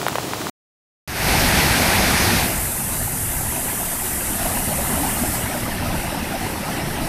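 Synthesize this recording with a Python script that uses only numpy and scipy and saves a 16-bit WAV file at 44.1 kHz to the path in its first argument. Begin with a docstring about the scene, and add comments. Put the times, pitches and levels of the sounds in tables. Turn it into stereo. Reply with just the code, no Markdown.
"""Muddy floodwater after heavy rain

From a hillside, in wide stereo: a distant rush and a few sharp knocks, likely stones carried by the flood.
Half a second of silence, then one microphone close on the bank: countless splashes merge into a loud,
even roar under a bright hiss of spray. The roar falls away to leave waves tumbling over boulders,
with a deep rumble and lumpy churning. Pockets of trapped air ring as gurgles."""
import sys
import numpy as np
from scipy import signal
from scipy.fft import rfft, irfft
from scipy.io import wavfile

SR = 44100
rng = np.random.default_rng(int(sys.argv[2]) if len(sys.argv) > 2 else 0)


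def output_pcm(signal):
    """Save a mono or channel-first signal as 16-bit PCM at the path in sys.argv[1].

    Samples are clipped to [-1, 1] before scaling.
    """
    pcm = np.clip(np.atleast_2d(signal).T, -1, 1) * 32767
    wavfile.write(sys.argv[1], SR, np.round(pcm).astype(np.int16))


N = 312228
TIME = np.arange(N) / SR
FREQ = np.maximum(np.arange(N // 2 + 1) * SR / N, 1)
HILLSIDE_END_S, BANK_START_S = .498, 1.076

# spectrum of the flood from the hillside (frequency [Hz], relative level [dB])
RUSH_SPECTRUM = [(18, -75), (30, -31), (108, -6.5), (152, -8.5), (202, -10.5), (332, -7.5), (378, -7.5),
                 (466, -13), (746, -11.5), (807, -13), (2070, -21.5), (3310, -21.5), (6870, -24),
                 (8700, -26.5), (15400, -30.5)]
# how alike the rush is at the left and right microphones (frequency [Hz], coherence [0-1])
RUSH_COHERENCE = [(60, .9), (290, 1), (640, .7), (1400, .17), (3100, .02)]
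# distant stones (time [s], level [dB], pitch [Hz], left lag behind right [ms], tick re knock [dB])
KNOCKS = [(.0160, -12, 1300, 0, -11), (0.03, -14, 790, 0, -29.5), (0.066, -3, 720, 0, -21),
          (0.0835, -4.5, 1200, 0.11, -8), (0.0964, -19.5, 1100, 0, -20), (.1292, -16, 950, 0.022, -16),
          (0.1554, -5.5, 760, .14, -21.5), (.1572, -3.5, 900, 0.29, -19.5), (0.184, -5, 720, -.14, -26.5),
          (0.335, -9, 950, 0, -18), (0.4154, -16, 1300, 0, -6), (0.4692, -10.5, 950, 0, -15.5)]
# spectra of the main chute and its spray, from the bank (frequency [Hz], relative level [dB])
ROAR_SPECTRUM = [(15, -34), (25, -2.5), (76, 1), (124, -3), (204, -1.5), (359, -7.5), (454, -11), (728, -7),
                 (839, -6.5), (1110, -13.5), (1620, -9.5), (2370, -10), (3070, -16.5), (4800, -15.5),
                 (7000, -19.5), (9100, -45), (15400, -120)]
SPRAY_SPECTRUM = [(4800, -27), (5800, -9), (7000, -4.5), (8000, 1), (9000, 2), (10300, 2.5), (12000, 1),
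                  (14300, -1)]
# the loudest gulps of air (time [s], pitch [Hz], peak level [dB])
LOUD_GURGLES = [(1.335, 860, -20), (3.794, 687, -27), (4.446, 697, -23.5), (4.708, 669, -22),
                (4.777, 562, -25), (5.005, 288, -19.5), (5.029, 777, -22), (5.215, 242, -18),
                (5.539, 684, -21.5), (5.928, 192, -19), (6.334, 713, -21.5), (7.009, 245, -19.5)]
# strength of the flow, which drives churn, splash and small gurgles (time [s], level [dB])
FLOW = [(2.7, -32), (4.1, -31), (4.37, -31), (4.42, -27.5), (5.15, -27), (7.05, -28)]
# rise and fall of the deep rumble (time [s], level [dB])
RUMBLE_LEVEL = [(3.3, -28.5), (3.7, -34.5), (4.35, -31), (4.45, -28), (5.15, -28), (5.55, -32),
                (5.88, -22.5), (6.15, -30), (6.65, -31.5), (7.0, -27.5)]
# spectra of the waves in the channel, from the bank (frequency [Hz], relative level [dB])
RUMBLE_SPECTRUM = [(8.8, -28), (15, 1), (38, -3.5), (70, 0), (150, -2.5), (200, -14.5), (330, -120)]
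CHURN_SPECTRUM = [(88, -27), (150, 0.5), (247, 1), (297, -3.5), (360, -4.5), (458, -10), (695, -4.5),
                  (871, -5.5), (1100, -7.5), (1430, -46), (2420, -120)]
SPLASH_SPECTRUM = [(650, -18), (1100, -2), (2010, -0.5), (2310, -5), (2790, -4), (3180, -8.5), (4980, -9),
                   (7000, -5.5), (9100, -37), (15400, -120)]


def undb(db):
    """Decibels to gain."""
    return 10 ** (np.asarray(db) / 20)


def unit(x):
    """Scale to rms 1."""
    return x / np.sqrt(np.mean(x ** 2))


def add(out, s, sound):
    """Mix a sound in at time s."""
    start = int(s * SR)
    out[start:start + len(sound)] += sound[:max(len(out) - start, 0)]


def over_time(points):
    """Join (time [s], value) points by straight lines."""
    return np.interp(TIME, *np.transpose(points))


def over_freq(points):
    """Join (frequency [Hz], value) points on a log-frequency axis."""
    hz, value = np.transpose(points)
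    return np.interp(np.log(FREQ), np.log(hz), value)


def colour(x, spectrum):
    """Filter by (frequency [Hz], level [dB]) points; rms 1."""
    return unit(irfft(rfft(x) * undb(over_freq(spectrum)), N))


def band(x, lo_hz, hi_hz, order=12):
    """Keep the band between two edges; rms 1."""
    power_loss = (1 + (lo_hz / FREQ) ** (2 * order)) * (1 + (FREQ / hi_hz) ** (2 * order))
    return unit(irfft(rfft(x) / np.sqrt(power_loss), N))


def wander(rate):
    """A random drift of rms 1 that takes `rate` new values a second."""
    knots = rng.standard_normal(size=2048)
    return unit(np.interp(TIME * rate, np.arange(len(knots)), knots))


def far_rush(gain_db=-27.5):
    """The flood from far off: bass alike at both microphones and leaning left, treble unrelated."""
    coherence = np.clip(over_freq(RUSH_COHERENCE), 0, .99)
    mid, side = (rfft(colour(rng.standard_normal(N), RUSH_SPECTRUM)) for _ in range(2))
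    side *= np.sqrt((1 - coherence) / (1 + coherence))
    lean = undb(over_freq([(150, 1.4), (1300, 0.16)]))
    return irfft(np.array([(mid + side) * lean, (mid - side) / lean]), N) * undb(gain_db)


def stone_pulse(age, hz, ring_cycles=0.62, front_s=.0001):
    """A struck stone's surface moves and comes to rest; the air pressure follows its speed."""
    onset = 1 - np.exp(-age / front_s)
    return np.gradient(onset * np.sin(2 * np.pi * hz * age) * np.exp(-age * hz / ring_cycles))


def knocks(tick_s=.0013, echo_s=.0021, echo_db=-15, scatter_db=-23, scatter_s=.008):
    """Distant stones: each a steep pulse with a hard tick, a ground echo and scatter off the rocks."""
    out = np.zeros((2, N))
    age = np.arange(SR // 20) / SR
    scatter_band = signal.butter(2, [500, 2200], "band", fs=SR, output="sos")
    for s, db, hz, left_lag_ms, tick_db in KNOCKS:
        direct = stone_pulse(age, hz)
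        echo = stone_pulse(np.maximum(age - echo_s, 0), hz)
        pulse = (direct + undb(echo_db) * echo) / direct.max()
        for mic, lag_ms in zip(out, (left_lag_ms, -left_lag_ms)):
            noise = rng.standard_normal(len(age))
            tick = undb(tick_db) * noise * np.exp(-age / tick_s)
            scatter = unit(signal.sosfilt(scatter_band, noise)) * np.exp(-age / scatter_s)
            add(mic, s + max(lag_ms, 0) / 1000, undb(db) * (pulse + tick + undb(scatter_db) * scatter))
    return out


def eddies(lo_hz, hi_hz, flicker_db, rate, bands):
    """White noise whose bands each flicker alone, as eddies of every size form and collapse."""
    position = np.clip(np.log(FREQ / lo_hz) / np.log(hi_hz / lo_hz), 0, 1)
    index = np.round(position * (bands - 1))
    noise = rfft(rng.standard_normal(N))
    strips = (irfft(noise * (index == k), N) for k in range(bands))
    return unit(sum(strip * undb(flicker_db * wander(rate)) for strip in strips))


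def roar(level_db=-16.8):
    """The main chute, close up: so many splashes at once that they merge into an even roar."""
    water = colour(eddies(100, 6000, flicker_db=1.02, rate=20, bands=10), ROAR_SPECTRUM)
    return band(water, 17, 6800) * undb(level_db)


def spray(full_db=-24, thin_db=-34, thins_at_s=5.36, thinning_s=0.24, flutter_db=0.96):
    """Fine droplets and bursting foam hiss above the water; the hiss flutters once it thins."""
    thinness = 1 - np.exp(-np.maximum(TIME - thins_at_s, 0) / thinning_s)
    level_db = full_db + thinness * (thin_db - full_db + flutter_db * wander(rate=24))
    hiss = colour(eddies(6250, 12900, flicker_db=0.72, rate=29, bands=5), SPRAY_SPECTRUM)
    return band(hiss, 5490, 18600) * undb(level_db)


def bubble(hz, cycles, glide):
    """Trapped air swells and rings for some cycles, rising in pitch as it nears the surface."""
    ring_s = cycles / hz
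    age = np.arange(int(ring_s * SR)) / SR / ring_s
    swell = age * np.exp(-6 * age) * (1 - age)
    return np.sin(2 * np.pi * cycles * age * (1 + glide * age / 2)) * swell / swell.max()


def small_gurgles(lo_hz=520, hi_hz=2400, over_flow_db=-3.0, db_per_octave=-1.0, count=20):
    """Random gulps (time [s], pitch [Hz], peak level [dB]): louder in strong flow, weaker when high."""
    when, size = rng.random((count, 2)).T
    s = BANK_START_S + when * (TIME[-1] - BANK_START_S)
    hz = lo_hz * (hi_hz / lo_hz) ** size
    flow_db = np.interp(s, TIME, over_time(FLOW))
    return list(zip(s, hz, flow_db + over_flow_db + db_per_octave * np.log2(hz / lo_hz)))


def gurgles(ring_s=0.079, glide=0.034, shake_cycles=0.32):
    """Large pockets of air gulp in the waves; the current shakes their pitch into a blur."""
    out = np.zeros(N)
    for s, hz, db in LOUD_GURGLES + small_gurgles():
        ring = bubble(hz, hz * ring_s, glide)
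        samples = np.arange(len(ring))
        shake = shake_cycles * wander(rate=103.6)[:len(ring)] * SR / hz
        add(out, s, np.interp(samples + shake, samples, ring) * undb(db))
    return out


def rumble():
    """The deep, lumpy sound of waves tumbling over boulders."""
    water = colour(eddies(24, 140, flicker_db=2.5, rate=18, bands=3), RUMBLE_SPECTRUM)
    return band(water, 12, 206, order=6) * undb(over_time(RUMBLE_LEVEL))


def bubble_cloud(lo_hz, hi_hz, cycles, spread_db, count):
    """Bubbles of random size, life and strength; rms 1."""
    out = np.zeros(N)
    for when, size, life, force in rng.random((count, 4)):
        hz = lo_hz * (hi_hz / lo_hz) ** size
        ring = bubble(hz, cycles * (.5 + life), glide=0.092)
        add(out, when * N / SR, ring * hz * undb(spread_db * force))
    return unit(out)


def churn(flow_db, surge, surge_db=0.76):
    """Eddies and glugging bubbles fill the midrange, following the flow."""
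    glugs = undb(-15.5) * bubble_cloud(158, 1080, cycles=12.8, spread_db=6.5, count=1500)
    water = eddies(160, 1050, flicker_db=1.5, rate=26, bands=12)
    return band(colour(water + glugs, CHURN_SPECTRUM), 160, 1037) * undb(flow_db + surge_db * surge)


def splash(flow_db, surge, weakest_db=-34.3, db_per_flow_db=0.68, surge_db=0.44):
    """Small splashes fizz with tiny bubbles, louder as the flow grows."""
    fizz = undb(-14.5) * bubble_cloud(1097, 3200, cycles=27, spread_db=25, count=2500)
    water = eddies(1150, 6500, flicker_db=1.8, rate=28, bands=18)
    level_db = weakest_db + db_per_flow_db * (flow_db - flow_db.min()) + surge_db * surge
    return band(colour(water + fizz, SPLASH_SPECTRUM), 1100, 5900) * undb(level_db)


def channel():
    """The boulder bed beside the microphone: each tumbling wave lifts churn and splash together."""
    flow_db = over_time(FLOW)
    surge = wander(rate=16)
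    return rumble() + churn(flow_db, surge) + splash(flow_db, surge)


def scene(swell_from_db=-13, swell_s=0.21, roar_holds_to_s=2.36, fall_db_per_s=60, bank_top_hz=14300):
    """The hillside in stereo, a silence, then the bank in mono, where the roar yields to the channel."""
    swell = undb(swell_from_db * np.clip(1 - (TIME - BANK_START_S) / swell_s, 0, 1))
    roar_gain = undb(-fall_db_per_s * np.maximum(TIME - roar_holds_to_s, 0))
    channel_gain = np.sqrt(1 - roar_gain ** 2)
    bank = swell * (roar_gain * roar() + channel_gain * channel() + gurgles() + spray())
    bank = signal.sosfilt(signal.ellip(12, .2, 70, bank_top_hz, fs=SR, output="sos"), bank)
    hillside = far_rush() + knocks()
    return hillside * (TIME < HILLSIDE_END_S) + bank * (TIME > BANK_START_S)


def record(dry):
    """The recorder cuts the treble above 15.6 kHz."""
    return signal.sosfilt(signal.ellip(10, .2, 80, 15600, fs=SR, output="sos"), dry)


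dry = scene()
out = record(dry)
output_pcm(out)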